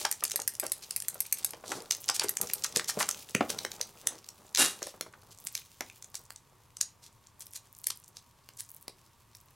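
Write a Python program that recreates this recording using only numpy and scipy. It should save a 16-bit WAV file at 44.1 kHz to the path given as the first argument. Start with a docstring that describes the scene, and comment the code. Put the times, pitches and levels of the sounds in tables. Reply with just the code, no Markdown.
"""A quiet furnished room, where hands free a small swimming toy from stiff clear packaging close by.
At first the toy's tail ticks against its stops. The sheet snaps, rustles and tears, and fingers bump the tub.
Later mostly nail taps, light strokes and scattered clicks are left over the hum of the room.
Short noise bursts ring the toy, sheet and tub; random grains make the rubbing, strokes and tear;
filtered noise makes the hum, and scattered echoes make the room."""
import sys
import numpy as np
from scipy import signal
from scipy.fft import rfft, irfft, next_fast_len
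from scipy.io import wavfile
from scipy.ndimage import uniform_filter1d

SR = 44100
rng = np.random.default_rng(int(sys.argv[2]) if len(sys.argv) > 2 else 0)


def dump(signal):
    """Clip the signal to [-1, 1] and save it as 16-bit WAV at the path in sys.argv[1]."""
    limited = np.clip(np.atleast_2d(signal).T, -1, 1)
    pcm = np.round(limited * 32767).astype(np.int16)
    wavfile.write(sys.argv[1], SR, pcm)


N = 421145


def gain_of(db):
    """Turns decibels into a factor."""
    return 10 ** (np.asarray(db) / 20)


def evened(x):
    """Scales a sound to an average (rms) level of 1."""
    return x / np.sqrt(np.mean(x ** 2) + 1e-20)


def read(points, hz):
    """Reads a table of (pitch, value) between its points, on a logarithmic pitch axis."""
    f, value = np.transpose(points)
    return np.interp(np.log(hz + 1), np.log(f + 1), value)


def coloured(x, points):
    """Filters a sound by a table of (pitch_hz, level_db)."""
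    size = next_fast_len(x.shape[-1])
    hz = np.fft.rfftfreq(size, 1 / SR)
    spectrum = rfft(x, size) * gain_of(read(points, hz))
    return irfft(spectrum, size)[..., :x.shape[-1]]


def peak(hz, centre_hz, width_hz):
    """Response of one resonance that rings after a blow, with gain 1 at its centre."""
    return 1j * hz * width_hz / (centre_hz ** 2 - hz ** 2 + 1j * hz * width_hz)


def placed(times, peak_db, sounds):
    """Lays short sounds on a silent track at their peak levels."""
    track = np.zeros(N + sounds.shape[1])
    for s, db, sound in zip(times, peak_db, sounds):
        track[round(s * SR):][:len(sound)] += gain_of(db) * sound / abs(sound).max()
    return track[:N]


def add(track, s, sound):
    """Adds a sound to a track from time s."""
    part = track[round(s * SR):][:len(sound)]
    part += sound[:len(part)]


def bursts(count, rise_s, t60, size=2048, lead_s=0):
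    """Spectra of noise bursts, the force of a blow: a faint creak during the lead, a crack, a weaker rattle."""
    since = np.arange(size) / SR - lead_s
    t = np.maximum(since, 0)
    creak = (since < 0) * gain_of(-22 + 4000 * since)
    crack = gain_of(-60 * t / t60)
    rattle = .22 * gain_of(-22 * t / t60)
    force = creak + (1 - np.exp(-t / rise_s)) * (crack + rattle)
    return rfft(rng.standard_normal((count, size)) * force)


def grains(per_s, spread_db):
    """Random clicks of uneven size, most of them small, scaled to an average level of 1."""
    size = gain_of(spread_db * np.minimum(rng.exponential(1, N), 5)) * rng.standard_normal(N)
    return evened(size * (rng.random(N) < per_s / SR))


# tone of the room hum, before its overall level is set: pitch_hz, level_db (per Hz)
HUM_TONE = [(12, -47.5), (25, -5), (58, -9), (108, 3), (174, -10), (450, -19.5), (800, -18.5), (945, -8.5),
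            (1030, -14), (1110, -9), (1300, -20), (6000, -27), (13000, -28.5), (16000, -41)]
HUM_DB = -64  # average level in the middle


def room_hum():
    """Steady noise, coloured like the hum of the room: one track for the middle, one for the side."""
    hum = coloured(rng.standard_normal((2, N)), HUM_TONE)
    return hum * gain_of(HUM_DB) / np.std(hum[0])


# how long echoes take to fade by 60 dB: pitch_hz, fade_s
ECHO_FADE = [(300, 0.33), (1300, 0.22), (3500, 0.24), (9000, 0.19), (15000, 0.078)]


def room(x):
    """Little comes back at first, the walls answer after a gap, then a tail dies band by band."""
    # six echo patterns, each with one impulse of random sign in every 20 samples
    taps = np.zeros((6, SR // 2))
    at = np.arange(120, SR // 2 - 20, 20) + rng.integers(0, 20, (6, (SR // 2 - 121) // 20))
    np.put_along_axis(taps, at, rng.choice([-1., 1.], at.shape), 1)
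    hz, t, bands = signal.stft(taps, SR, nperseg=128)
    arrival = np.where(t < .011, .6, 1 + .8 * np.exp(-((t - .015) / 0.0059) ** 2))
    fade = gain_of(-60 * t / read(ECHO_FADE, hz)[:, None])
    echo = signal.istft(bands * arrival * fade, SR, nperseg=128)[1]
    # the hands move, so the echo pattern drifts among three sets of paths, 0.7 rounds per second
    rounds = .7 * np.arange(N) / SR + np.arange(3)[:, None] / 3
    turn = np.cos(2 * np.pi * rounds) * np.sqrt(2 / 3)
    wet = signal.fftconvolve(np.tile(x * turn, (2, 1)), echo / np.linalg.norm(echo[0]), axes=1)[:, :N]
    return wet.reshape(2, 3, N).sum(1)


# the hands work the packaging, levels glide between rows: time_s, sheet_hiss_db, tub_rubbing_db
HANDLING_LEVELS = [(0.0, -40.5, -54.5), (0.08, -60.5, -63), (1.44, -60, -67), (1.67, -66.5, -56),
                   (2.05, -55, -59.5), (2.31, -63.5, -56), (2.44, -50, -51), (2.6, -54.5, -62),
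                   (3.0, -54, -52.5), (3.11, -56, -56), (3.33, -57.5, -68), (3.54, -52, -49.5),
                   (3.85, -58.5, -64.5), (4.57, -67.5, -68.5), (4.76, -57.5, -63), (5.16, -72.5, -64),
                   (5.64, -61, -73.5), (6.38, -76, -76), (9.55, -73.5, -77.5)]
# a bent piece of sheet relaxes in a flurry of tiny ticks: start_s, length_s, level_db
TICK_FLURRIES = [(1.946, 0.12, -54), (5.375, 0.23, -55), (5.897, 0.44, -64.5), (7.38, 0.23, -61.5),
                 (7.72, 0.38, -57.5), (8.568, 0.26, -55), (9.328, 0.2, -65)]
# ringing pitches of the hollow tub: pitch_hz, fade_s (time to fall 60 dB when struck)
TUB_MODES = [(210, 0.026), (404, 0.06), (500, 0.032), (600, 0.074), (790, 0.024), (960, 0.0067),
             (1200, 0.03), (1350, 0.07)]
CREASE_DB = -9  # tiny creases against the hiss


def handling():
    """Tiny creases tick over a hiss of sliding skin; the tub rumbles under the fingers."""
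    s, *columns = np.transpose(HANDLING_LEVELS)
    sheet, tub = (gain_of(np.interp(np.arange(N) / SR, s, db)) for db in columns)
    creases = gain_of(CREASE_DB) * sheet
    for start_s, length_s, db in TICK_FLURRIES:
        add(creases, start_s, gain_of(db) * np.ones(round(length_s * SR)))
    size = next_fast_len(N)
    hz = np.fft.rfftfreq(size, 1 / SR)
    # creases of three sizes
    facets = [peak(hz, f, .7 * f) ** 2 for f in (7000, 11000, 14000)]
    tick_spectrum = sum(rfft(grains(per_s=35, spread_db=1.5), size) * facet for facet in facets)
    ticks = evened(irfft(tick_spectrum, size)[:N])
    skin = grains(per_s=5000, spread_db=4.)
    hiss = evened(coloured(skin, [(400, -28.5), (2500, 16.5), (6500, 18.5), (11000, 14.5), (16000, 13.5)]))
    # slow random swells, separate for hiss and rumble
    uneven = gain_of(3.5 * evened(uniform_filter1d(rng.standard_normal((2, N)), 1500)))
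    # rubbed modes ring shorter than struck ones, and the treble is dulled
    body = sum(peak(hz, f, 3.8 / t60) for f, t60 in TUB_MODES) / (1 + (hz / 900) ** 2)
    rumble = evened(irfft(rfft(grains(per_s=970, spread_db=1.5), size) * body, size)[:N])
    return creases * ticks + sheet * hiss * uneven[0] + tub * rumble * uneven[1]


# a finger or the sheet bumps the tub: time_s, peak_db, struck_hz (pitch struck most)
TUB_BUMPS = [(.013, -33.5, 600), (0.049, -17.5, 1100), (0.224, -29, 666), (.341, -34.5, 630),
             (0.391, -30, 604), (0.631, -25, 610), (1.154, -37.5, 650), (1.534, -34, 503),
             (1.638, -31.5, 600), (1.717, -22, 1160), (2.094, -19, 910), (2.215, -26.5, 610),
             (2.242, -24.5, 442), (2.645, -24.5, 1390), (2.765, -23.5, 333), (2.892, -27, 1390),
             (2.971, -22.5, 270), (3.006, -17, 1180), (3.086, -27, 1270), (3.348, -18.5, 228),
             (3.407, -11, 430), (3.497, -30, 510), (3.648, -29.5, 387), (3.804, -33.5, 510),
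             (4.819, -26.5, 626), (4.868, -32.5, 560), (4.94, -42, 450), (5.063, -38, 523),
             (5.136, -40.5, 1200), (5.23, -49, 614), (5.807, -28.5, 810)]


def bumps():
    """A soft blow rings the tub modes near the struck pitch the most, over a broad dull knock."""
    s, db, struck_hz = np.transpose(TUB_BUMPS)[:, :, None]
    hz = np.fft.rfftfreq(8192, 1 / SR)
    detune = rng.uniform(.94, 1.05, (len(s), len(TUB_MODES)))
    body = 0.025 * peak(hz, struck_hz, 1.3 * struck_hz)
    for k, (f, t60) in enumerate(TUB_MODES):
        near = gain_of(-18 * abs(np.log2(f / struck_hz)))  # 18 dB weaker per octave away
        body = body + near * t60 * peak(hz, f * detune[:, k:k + 1], np.log(1000) / np.pi / t60)
    blows = bursts(len(s), rise_s=0.0013, t60=0.023, size=8192)
    knocks = irfft(blows * body * peak(hz, struck_hz, 2 * struck_hz))
    return placed(s[:, 0], db[:, 0], knocks)


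# a fingernail taps hard plastic, dry and without ring: time_s, peak_db
NAIL_TAPS = [(5.0105, -14), (5.808, -17), (6.144, -26.5), (6.305, -27), (7.904, -21), (8.489, -31.5),
             (8.881, -22)]
# colour of the nail and the wall it meets: pitch_hz, level_db (per Hz)
NAIL_COLOUR = [(59, -46), (100, -11), (2040, -3), (2470, -9.5), (4110, -3.5), (11400, -9.5), (16000, -14.5)]


def taps():
    """A very short flat blow, coloured only by the nail and the wall it meets."""
    s, db = np.transpose(NAIL_TAPS)
    hz = np.fft.rfftfreq(2048, 1 / SR)
    delay = np.exp(-2j * np.pi * hz * 64 / SR)  # 64 samples of room before the blow
    blows = irfft((1.7 + bursts(len(s), rise_s=0.00014, t60=0.0055)) * delay)
    return placed(s - 64 / SR, db, coloured(blows, NAIL_COLOUR))


# the tail ticks on a nearly steady beat; each row is a group of strokes, some following on directly,
# others after a pause: start_s, strokes (count), hard_stop_db, soft_stop_db
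TAIL_STROKES = [(0.1138, 1, -10, -50), (.238, 2, -7, -28), (0.4771, 3, -6.5, -33.5),
                (0.9625, 5, -6.5, -24.5), (2.2929, 3, -7.5, -33.5)]
# ringing pitches of the toy's shell: pitch_hz, half_width_hz (doubled when played), level_db
SHELL_MODES = [(2030, 300, -15), (2730, 300, -15), (4900, 500, -10), (6500, 400, -8), (8300, 600, -5),
               (9200, 500, -2), (10700, 700, -4), (12200, 1200, 1)]
BEAT_S = .121  # one stroke out and back
UNEVEN_DB = 1.5  # strokes differ a little
BOUNCE_DB = -7.5  # the magnet rebounds and strikes again, weaker


def tail():
    """Each tick rings the toy's shell; magnet and stop meet almost the same way each time."""
    ticks = []
    for start_s, strokes, hard_db, soft_db in TAIL_STROKES:
        for k in range(2 * round(strokes)):
            ticks.append((start_s + k * BEAT_S / 2, soft_db if k % 2 else hard_db))
    s, db = np.transpose(ticks)
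    db = db + UNEVEN_DB * rng.standard_normal(len(s))
    hz = np.fft.rfftfreq(2048, 1 / SR)
    shell = sum(gain_of(level) * peak(hz, f, 2.0 * w) for f, w, level in SHELL_MODES)
    # a constant sharp click plus a burst that varies
    blow = gain_of(6) + bursts(len(s), rise_s=.0003, t60=.007)
    bounce_s = rng.uniform(.0021, .0045, (len(s), 1))
    blow = blow * (1 + gain_of(BOUNCE_DB) * np.exp(-2j * np.pi * hz * bounce_s))
    return placed(s, db, irfft(blow * shell))


# plastic slides over plastic or skin in one short stroke: middle_s, level_db, length_s, centre_hz
SCRAPE_STROKES = [(0.004, -41, 0.1, 6640), (0.64, -34, 0.0062, 8750), (0.646, -41.5, 0.041, 620),
                  (.835, -43, 0.026, 4900), (1.722, -43.5, 0.13, 4900), (1.749, -44.5, 0.15, 410),
                  (2.156, -30.5, 0.027, 6540), (2.226, -37.5, 0.057, 1800), (2.241, -28, 0.012, 8050),
                  (2.644, -28.5, 0.015, 5670), (2.77, -36, 0.036, 4560), (2.894, -29, 0.029, 6630),
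                  (3.01, -29, 0.038, 6340), (3.018, -35.5, 0.058, 1120), (3.503, -32.5, 0.021, 5000),
                  (4.099, -51.5, 0.14, 500), (4.863, -48, 0.1, 4970), (5.32, -52.5, 0.029, 5800),
                  (5.567, -51, 0.076, 6400), (6.161, -44, 0.031, 6900), (7.054, -53.5, 0.056, 5490),
                  (7.417, -45.5, 0.029, 7860), (7.561, -40.5, 0.032, 7060), (7.905, -25, 0.007, 5800),
                  (8.597, -40, 0.023, 7560), (6.813, -38, 0.015, 4900), (8.172, -57, 0.043, 5400)]


def scrapes():
    """Strokes of dense tiny slips that swell and fade, each in its own broad band."""
    slips = grains(per_s=4000, spread_db=2.8)
    t = np.arange(N) / SR
    hz = np.fft.rfftfreq(8192, 1 / SR)
    out = np.zeros(N)
    for s, db, length_s, centre_hz in SCRAPE_STROKES:
        at = max(round(s * SR) - 4096, 0)
        band = peak(hz, centre_hz, .8 * centre_hz)
        stroke = evened(irfft(rfft(slips[at:at + 8192], 8192) * band))
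        swell = np.exp(-(2 * (t[at:at + 8192] - s) / length_s) ** 4)
        out[at:at + 8192] += gain_of(db) * swell * stroke[:len(swell)]
    return out


# colour of the tearing sheet: pitch_hz, level_db (per Hz)
TEAR_COLOUR = [(88, -41), (150, -8), (336, -3), (682, -6), (1750, -0.5), (2130, -5.5), (10100, -1),
               (15600, -13.5), (16500, -36)]
# the stiff rim of the tub sings with the tear: pitch_hz
RIM_PITCHES = [2800, 3840]
TEAR_S, TEAR_RISE_S, TEAR_HOLD_S = 4.574, 0.018, 0.043  # the hold includes the rise
TEAR_DB, TEAR_FADE_DB_PER_S = -20, 226  # level before the rim is added


def tear():
    """The sheet tears free of the tub: dense slips swell quickly, hold and fade, and make the rim sing."""
    since = np.arange(N) / SR - TEAR_S
    rise = np.clip(since / TEAR_RISE_S, 0, 1)
    fade = gain_of(TEAR_DB - TEAR_FADE_DB_PER_S * np.maximum(since - TEAR_HOLD_S, 0))
    out = rise * fade * evened(coloured(grains(per_s=5600, spread_db=1.0), TEAR_COLOUR))
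    for f in RIM_PITCHES:
        rim = signal.lfilter(*signal.iirpeak(f, 70, SR), out)
        out = out + gain_of(8.5) * rim
    return out


SMALL_PER_S = 26  # small snaps of chance
SMALL_DB = 28.5  # the strongest small snap's peak above the hiss


def small_snaps():
    """Lesser creases flip at random moments, as strongly as the hands are working."""
    when, size, facet = rng.random((round(SMALL_PER_S * N / SR), 3)).T
    s, sheet_db, _ = np.transpose(HANDLING_LEVELS)
    when = .01 + when * (N / SR - .02)
    db = np.interp(when, s, sheet_db) + SMALL_DB - 16 * size
    ring_hz = 2000 * 5 ** facet
    return np.transpose([when, db, ring_hz])


# a crease in the sheet flips over: time_s, peak_db, ring_hz (ring of the facet)
CREASE_SNAPS = [(0.0518, -7.5, 5740), (0.125, -14.5, 6870), (.207, -29.5, 5500), (0.2514, -13, 7200),
                (0.279, -24, 7300), (.298, -23, 7000), (0.3095, -19, 6160), (0.317, -13, 7040),
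                (0.4, -18, 6900), (.418, -21.5, 6660), (.552, -25, 8700), (.6655, -17, 8100),
                (.9086, -14, 8950), (1.002, -17, 9200), (1.022, -20.5, 9200), (1.5343, -22, 2170),
                (1.6796, -25.5, 6870), (1.7186, -16.5, 7450), (1.8044, -28.5, 4690), (1.8213, -28, 8850),
                (1.9095, -5, 6000), (1.9207, -12.5, 6600), (1.949, -19, 6930), (2.0418, -25, 5400),
                (2.0822, -18, 5560), (2.0886, -9, 5400), (2.0985, -9, 5300), (2.1962, -6.5, 5100),
                (2.2846, -17, 5570), (2.37, -8, 7550), (2.4718, -23, 6850), (2.4993, -20, 2480),
                (2.6442, -12.5, 6240), (2.6634, -21, 6730), (2.7278, -34, 3820), (2.761, -5.5, 5660),
                (2.7711, -7.5, 8550), (2.796, -11.5, 1840), (2.8437, -21.5, 5800), (2.8829, -19.5, 5730),
                (2.8976, -12, 2090), (3.0034, -20, 1920), (3.028, -12, 3850), (3.0898, -8.5, 7400),
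                (3.1115, -12, 6900), (3.1453, -25, 2540), (3.3496, -3.5, 2000), (3.503, -13, 7610),
                (3.5882, -13.5, 4500), (3.6496, -10.5, 2080), (3.717, -21, 3700), (3.8128, -9, 5960),
                (4.0713, -3, 9000), (4.2881, -21.5, 6400), (4.5488, -7.5, 4200), (4.559, -11.5, 3710),
                (4.573, -9, 4100), (4.6615, -12, 6000), (4.8283, -18, 5400), (4.8698, -21, 9800),
                (5.47, -13.5, 8600), (5.5518, -13.5, 6050), (5.5766, -21, 6560), (5.899, -30, 2590),
                (6.0246, -27.5, 6160), (6.0439, -27.5, 6400), (6.1533, -20, 7000), (6.3604, -30, 6670),
                (6.769, -25, 7370), (6.8116, -5.5, 6860), (7.27, -37.5, 7100), (7.4066, -25.5, 10500),
                (7.4673, -27.5, 11700), (7.5346, -26, 10700), (7.8416, -23.5, 7760), (7.8692, -8, 10600),
                (8.1689, -26, 4930), (8.6056, -20, 9350), (9.35, -32, 5060)]
# broad colour of the whole sheet: pitch_hz, level_db
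SHEET_COLOUR = [(300, -28.5), (1000, -22), (3000, -11.5), (6000, -4.5), (10000, -12.5), (14000, -19.5),
                (17000, -3)]


def snaps():
    """A sharp crack coloured by the sheet and by the ring of one facet; large, low facets sound fuller."""
    s, db, ring_hz = np.vstack([CREASE_SNAPS, small_snaps()]).T[:, :, None]
    hz = np.fft.rfftfreq(2048, 1 / SR)
    facet = peak(hz, ring_hz, .4 * ring_hz) + gain_of(read(SHEET_COLOUR, hz))
    fullness = gain_of(-18.0 - 2 * np.log2(ring_hz / 6000))
    colour = facet + fullness * peak(hz, 2030, 800)
    cracks = irfft(bursts(len(s), rise_s=.0003, t60=.006, lead_s=.006) * colour)
    return placed(s[:, 0] - .006, db[:, 0], cracks)  # start early by the lead


# treble trim of ticks, cracks, bumps and strokes: pitch_hz, level_db
TREBLE_TRIM = [(12000, -1), (14500, -10), (16500, -12.5)]
# how strong the side is against the middle: pitch_hz, level_db
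SIDE_COLOUR = [(40, -24.5), (120, -20.5), (400, -7.5), (1200, -19.5), (2800, -33.5), (6000, -11),
               (15000, -14.5)]


def scene():
    """Adds up all sounds as middle and side, then makes left and right of two close microphone ports."""
    trimmed = coloured(tail() + snaps() + bumps() + scrapes() + tear(), TREBLE_TRIM)
    near = trimmed + taps() + handling()
    wet = room(near)
    hum = room_hum()
    mid = near + gain_of(-11.5) * wet[0] + hum[0]
    # the housing scatters sound unequally to the ports
    housing = rng.standard_normal(225) / 15
    scattered = signal.oaconvolve(near, housing)[:N]
    side = gain_of(-5) * scattered + gain_of(-21.5) * wet[1] + gain_of(4.5) * hum[1]
    side = coloured(side, SIDE_COLOUR)
    return np.array([mid + side, mid - side])


EDGE_HZ = 16200  # highest pitch let through


def record(dry):
    """Rounds off the sharpest cracks smoothly, then removes the treble above the edge."""
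    ceiling = .45
    limited = ceiling * np.tanh(dry / ceiling)
    lowpass = signal.firwin(255, EDGE_HZ, window=("kaiser", 9), fs=SR)
    return signal.oaconvolve(limited, lowpass[None], "same")


dry = scene()
out = record(dry)
dump(out)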